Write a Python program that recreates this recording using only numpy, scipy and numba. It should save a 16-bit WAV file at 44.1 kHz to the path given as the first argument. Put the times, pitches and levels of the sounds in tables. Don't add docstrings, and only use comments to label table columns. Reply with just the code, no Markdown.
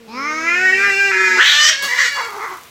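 import sys
import numpy as np
from scipy import signal
from scipy.fft import rfft, irfft
from scipy.io import wavfile
from scipy.ndimage import uniform_filter1d, minimum_filter1d
from numba import njit

SR = 44100
rng = np.random.default_rng(int(sys.argv[2]) if len(sys.argv) > 2 else 0)


def waveform_to_disk(signal):
    frames = np.transpose(np.atleast_2d(signal))
    scaled = np.clip(frames, -1, 1) * 32767
    samples = np.round(scaled).astype(np.int16)
    wavfile.write(sys.argv[1], SR, samples)


N = 119070
TIME = np.arange(N) / SR
TOP_HZ = 15800


# t/s, pitch/Hz, rasp/0-1, strength of the half pitch
YOWL_VOICE = [(.06, 199, .6, .1), (.175, 260, .4, 0), (.274, 303, .2, 0), (.416, 322.5, .12, 0),
              (.625, 372.6, .15, .04), (.7, 374, .03, .1), (.85, 403, .22, .4), (.93, 390, .12, 0),
              (1.01, 397.8, .12, .03), (1.108, 392, .05, 0), (1.122, 378, .92, 2), (1.2, 378, .65, 4),
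              (1.4, 367, .9, 3.6)]
# t/s, lower ring/Hz, upper ring/Hz
YOWL_MOUTH = [(.08, 855, 2530), (.2, 1284, 2226), (.47, 1387, 2204), (.58, 1630, 2450), (0.681, 1820, 2730),
              (.78, 1655, 2437), (1.089, 1634, 2525), (1.202, 1680, 2207)]
# t/s, base tone/dB, lower ring/dB, upper ring/dB, treble/dB
YOWL_LEVEL = [(0.082, -40, -44.5, -54, -50), (.18, -34, -28.5, -33.5, -37.5),
              (0.3, -35.5, -24, -23.5, -36.5), (.44, -31, -22.5, -27.5, -35.5),
              (0.484, -35.5, -23, -14.5, -34.5), (0.631, -30, -15.5, -24, -34), (0.7, -30.5, -6, -32, -32),
              (.75, -27, -28, -16, -33.5), (0.852, -32.5, -11, -18.5, -30.5),
              (0.961, -28, -24.5, -21.5, -30), (1.006, -31.5, -13.5, -16.5, -30),
              (1.098, -27.5, -20, -21.5, -29.5), (1.138, -26.5, -14.5, -19.5, -32.5),
              (1.279, -27, -13, -17.5, -27.5), (1.393, -27, -16.5, -16.5, -29.5)]
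# f/Hz, level/dB
YOWL_TREBLE = [(2500, -4.5), (3300, 3), (4000, 4), (4700, 2.5), (5250, 9), (5700, 1), (6500, 0),
               (7700, -12.5), (9300, -21), (12000, -16), (16000, -31)]


def yowl():
    whistle_hz = 19.9 * curves(YOWL_VOICE)[0]
    sound = cry(YOWL_VOICE, YOWL_MOUTH, YOWL_LEVEL, YOWL_TREBLE, whistle_hz, whistle_db=9,
                lower_width_hz=630, upper_width_hz=503, jitter=.0068, waver=.0028, overtone_db=-7)
    return sound * gate(YOWL_LEVEL, attack_s=.0037, release_s=.0033)


# t/s, pitch/Hz, rasp/0-1, strength of the half pitch
SCREAM_VOICE = [(1.37, 443, .6, 0.17), (1.44, 561.2, 1, 1.5), (1.53, 587.5, 0.83, 0.99),
                (1.59, 588.6, 0.31, 0.18), (1.7, 623.3, 0.85, 0.13)]
# t/s, lower ring/Hz, upper ring/Hz
SCREAM_MOUTH = [(1.368, 1110, 2140), (1.414, 1840, 2930), (1.5, 1900, 3570), (1.57, 1636, 3010),
                (1.68, 1870, 3080)]
# t/s, base tone/dB, lower ring/dB, upper ring/dB, treble/dB
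SCREAM_LEVEL = [(1.373, -35, -24, -32, -28), (1.408, -38, -14.5, -18.5, -20.5),
                (1.46, -57, -14.5, -14.5, -16.5), (1.59, -41.5, -16, -17, -15.5),
                (1.638, -38.5, -14.5, -20, -12), (1.699, -41.5, -16, -20.5, -11.5),
                (1.721, -30, -26, -17, -36), (1.769, -79, -31, -43, -46)]
# t/s, f/Hz
SCREAM_WHISTLE = [(1.5, 4000), (1.6, 3900), (1.64, 5600)]
# f/Hz, level/dB
FIGHT_TREBLE = [(2200, -63), (2750, 9.5), (3800, 7.5), (5200, 6), (6000, 7.5), (8000, -2), (9300, -24),
                (11500, -14), (16000, -27.5)]


def scream():
    whistle_hz = curves(SCREAM_WHISTLE)[0]
    sound = cry(SCREAM_VOICE, SCREAM_MOUTH, SCREAM_LEVEL, FIGHT_TREBLE, whistle_hz, whistle_db=2,
                lower_width_hz=1400, upper_width_hz=1800, jitter=.02, waver=.01, overtone_db=-20)
    return sound * gate(SCREAM_LEVEL, attack_s=.017, release_s=.011)


def cry(voice, mouth, loudness, treble, whistle_hz, whistle_db,
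        lower_width_hz, upper_width_hz, jitter, waver, overtone_db):
    pitch_hz, rasp, half_pitch = curves(voice)
    lower_hz, upper_hz = curves(mouth)
    base_gain, lower_gain, upper_gain, treble_gain = undb(curves(loudness))
    source, phase = throat(pitch_hz, rasp, half_pitch, jitter, waver)
    cracked = np.clip(half_pitch, 0, 1)
    overtone = (1 - cracked) * np.sin(2 * phase) + cracked * np.sin(2.5 * phase)
    base_gain = base_gain * flutter(2 * rasp)
    base = np.sqrt(2) * (np.sin(phase) + undb(overtone_db) * flutter(2) * overtone)
    lower = flutter() * resonance(source, lower_hz, lower_width_hz)
    upper = flutter() * resonance(source, upper_hz, upper_width_hz)
    whistle = undb(whistle_db) * band_pass(source, whistle_hz, 880.0)
    top = steady(colour(source + whistle, treble))
    return base_gain * base + lower_gain * lower + upper_gain * upper + treble_gain * top


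def throat(hz, rasp, half_pitch, jitter, waver):
    hz = hz * (1 + waver * wander(25.22) + jitter * (.317 + rasp) * wander(226))
    phase = 2 * np.pi * np.cumsum(hz) / SR
    harmonics = np.floor(TOP_HZ / hz)
    pulses = steady(np.sin((harmonics + .5) * phase) / (np.sin(phase / 2) + 1e-12) - 1)
    pulses = pulses * (1 + half_pitch * np.cos(phase / 2))
    smear = np.exp(-1j * np.pi * np.fft.rfftfreq(N, 1 / SR) ** 2 / 1e6)
    pulses = irfft(rfft(pulses) * smear, N)
    puffs = unit(rng.standard_normal(N) * (1 + .7 * np.cos(phase)) * undb(2 * wander(70)))
    rasp = np.clip(rasp, 0, 1)
    return np.sqrt(1 - rasp ** 2) * paving(pulses) + rasp * puffs, phase


# f/Hz, level/dB
SIZZLE_COLOUR = [(9000, -18), (12000, 0)]


def lunge():
    squeal = resonance(rng.standard_normal(N), curves(SCREAM_MOUTH)[0], width_hz=390)
    sizzle = unit(colour(rng.standard_normal(N), SIZZLE_COLOUR))
    return (undb(-8.5) * squeal * swell_at(peak_s=1.405, half_s=.02)
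            + undb(-40) * sizzle * swell_at(peak_s=1.49, half_s=.052))


# peak t/s, half length/s, top pitch/Hz, rasp/0-1, lower ring/Hz,
# lower ring/dB, upper ring/dB, treble/dB
SNARLS = [(1.856, 0.029, 560.4, 0.46, 1210, -30.5, -35, -28),
          (1.934, 0.034, 515, 0.64, 1036, -30, -17.5, -29.5),
          (2.007, 0.022, 569.7, 0.74, 1386, -21, -12, -20), (2.057, .024, 509, 0.61, 1550, -20, -16, -21.5),
          (2.197, 0.022, 529.6, 0.89, 1140, -19.5, -26, -39),
          (2.257, 0.041, 462.9, 0.73, 1140, -30.5, -36, -48),
          (2.366, 0.0573, 414.7, 0.88, 1042, -29.5, -43, -44.5),
          (2.44, 0.03, 445.8, 0.78, 1182, -24.5, -30.5, -41.5),
          (2.52, 0.04, 380, 0.87, 1160, -28.5, -39.5, -44.5)]


def snarls():
    peak_s, half_s, top_hz, rasp, mouth_hz, *levels = np.array(SNARLS, float).T[:, :, None]
    from_peak = np.minimum(((TIME - peak_s) / half_s) ** 2, 40)
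    swell = np.exp(-from_peak)

    def blend(value):
        return (swell * value).sum(0) / swell.sum(0)

    pitch_hz = blend(top_hz * (1 - .07 * np.minimum(from_peak, 2)))
    source, phase = throat(pitch_hz, blend(rasp), half_pitch=.28, jitter=.045, waver=.018)
    lower_gain, upper_gain, treble_gain = (np.sqrt((swell * undb(db) ** 2).sum(0)) for db in levels)
    base = undb(-35) * swell.sum(0) * undb(2.1 * wander(57)) * np.sin(phase)
    return (base + lower_gain * resonance(source, blend(mouth_hz), width_hz=900)
            + upper_gain * resonance(source, hz=np.full(N, 1883.0), width_hz=510)
            + treble_gain * steady(colour(source, FIGHT_TREBLE)))


# t/s, pitch/Hz, level/dB
MOANS = [
    [(0, 229.2, -44), (.2, 221.6, -38.5), (.46, 256, -40), (.65, 242.2, -39.5), (.89, 237.8, -39)],
    [(1.3, 232, -38.5), (1.38, 260, -38)],
]
WAIL = [(1.73, 538, -22), (1.77, 546.5, -28), (1.85, 556.7, -19), (1.93, 573.4, -28), (2.19, 565.9, -24),
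        (2.265, 547.6, -30.5)]
# f/Hz, level/dB
MOAN_THROAT = [(230, 1.5), (480, 9.5), (720, -19), (4000, -36)]
WAIL_THROAT = [(550, -9.5), (1100, -13.5), (1680, 4.5), (2230, 1.5), (3200, -6.5), (4000, -8), (4500, -1.5),
               (5000, -9.5), (7800, -17), (10000, -41)]


def second_cat():
    moans = sum(plain_call(moan, MOAN_THROAT, rasp=.214, jitter=.051, waver=.007) for moan in MOANS)
    wail = plain_call(WAIL, WAIL_THROAT, rasp=.25, jitter=.009, waver=.0065)
    return moans + wail * flutter()


def plain_call(table, tone, rasp, jitter, waver):
    hz, db = curves(table)
    source, _ = throat(hz, rasp, 0, jitter, waver)
    return steady(colour(source, tone)) * undb(db) * gate(table, attack_s=.0075, release_s=.031)


# t/s, level/dB
RUSTLE = [(1.78, -83), (1.87, -44), (2.7, -49)]
# t/s, level/dB, fade time/s
SCUFFS = [(1.823, -28, 0.042), (2.305, -50, 0.0037)]
# f/Hz, level/dB
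GRASS_COLOUR = [(200, -15), (900, -8)]
SCUFFLE_COLOUR = [(70, -34), (170, 9), (12000, 1)]


def scuffle():
    crackle = rng.standard_normal(N) * undb(4 * wander(300))
    grass = unit(colour(crackle, GRASS_COLOUR)) * undb(curves(RUSTLE)[0])
    hits = sum(undb(db) * (TIME >= start_s) * np.exp(-np.abs(TIME - start_s) / fade_s)
               for start_s, db, fade_s in SCUFFS)
    return colour(grass + rng.standard_normal(N) * hits, SCUFFLE_COLOUR)


def paving(x):
    lag_s = .001 + .00013 * wander(5)
    return x + undb(-5) * np.interp(TIME - lag_s, TIME, x)


def walls(x, delay_s=.012, fade_60db_s=.36, low_cut_hz=770, echo_db=-7):
    tail = rng.standard_normal(N) * (TIME > delay_s) * np.exp(-np.log(1000) * TIME / fade_60db_s)
    tail = signal.sosfilt(signal.butter(2, low_cut_hz, "high", fs=SR, output="sos"), tail)
    return x + undb(echo_db) * signal.fftconvolve(x, tail / np.linalg.norm(tail))[:N]


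# f/Hz, level/dB
YARD_COLOUR = [(25, -63), (65, -0.5), (3000, -4), (16000, -23.5)]
# t/s, level/dB
RECORDER_GAIN = [(0, -50), (.9, -37.5), (1.4, -46)]


def yard():
    return unit(colour(rng.standard_normal(N), YARD_COLOUR)) * undb(curves(RECORDER_GAIN)[0])


def undb(db):
    return 10 ** (np.asarray(db) / 20)


def unit(x):
    return x / np.sqrt(np.mean(x ** 2))


def steady(x, size=1500):
    power = uniform_filter1d(uniform_filter1d(x ** 2, size), size)
    return x / np.sqrt(np.abs(power) + 1e-18)


def curves(table):
    times, *columns = np.array(table, float).T
    return [np.interp(TIME, times, column) for column in columns]


def gate(table, attack_s, release_s):
    early_s = np.maximum(table[0][0] - TIME, 0)
    late_s = np.maximum(TIME - table[-1][0], 0)
    return np.exp(-early_s / attack_s - late_s / release_s)


def swell_at(peak_s, half_s):
    return np.exp(-((TIME - peak_s) / half_s) ** 2)


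def wander(rate_hz):
    f = np.fft.rfftfreq(N, 1 / SR)
    return unit(irfft(rfft(rng.standard_normal(N)) / (1 + (f / rate_hz) ** 2), N))


def flutter(amount=1):
    return undb(1.4 * amount * wander(rate_hz=16))


def colour(x, points):
    hz, db = np.array(points, float).T
    f = np.maximum(np.fft.rfftfreq(N, 1 / SR), 1)
    return irfft(rfft(x) * undb(np.interp(np.log(f), np.log(hz), db)), N)


@njit
def band_pass(x, hz, width_hz):
    y, band_state, low_state = np.empty(len(x)), 0., 0.
    for i in range(len(x)):
        tuning, damping = np.tan(np.pi * hz[i] / SR), width_hz / hz[i]
        band = (band_state + tuning * (x[i] - low_state)) / (1 + tuning * (tuning + damping))
        band_state = 2 * band - band_state
        low_state += 2 * tuning * band
        y[i] = damping * band
    return y


def resonance(x, hz, width_hz):
    for _ in range(3):
        x = band_pass(x, hz, float(width_hz))
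    return steady(x)


def scene():
    background = yard()
    first_cat = yowl() + scream() + lunge() + snarls()
    return (walls(first_cat + second_cat() + scuffle()) + background)[None]


def record(dry, ceiling=.95):
    gain = ceiling / np.maximum(np.abs(dry), ceiling)
    gain = uniform_filter1d(minimum_filter1d(gain, size=129), size=129)
    return signal.sosfilt(signal.ellip(10, .2, 80, TOP_HZ, fs=SR, output="sos"), dry * gain)


dry = scene()
out = record(dry)
waveform_to_disk(out)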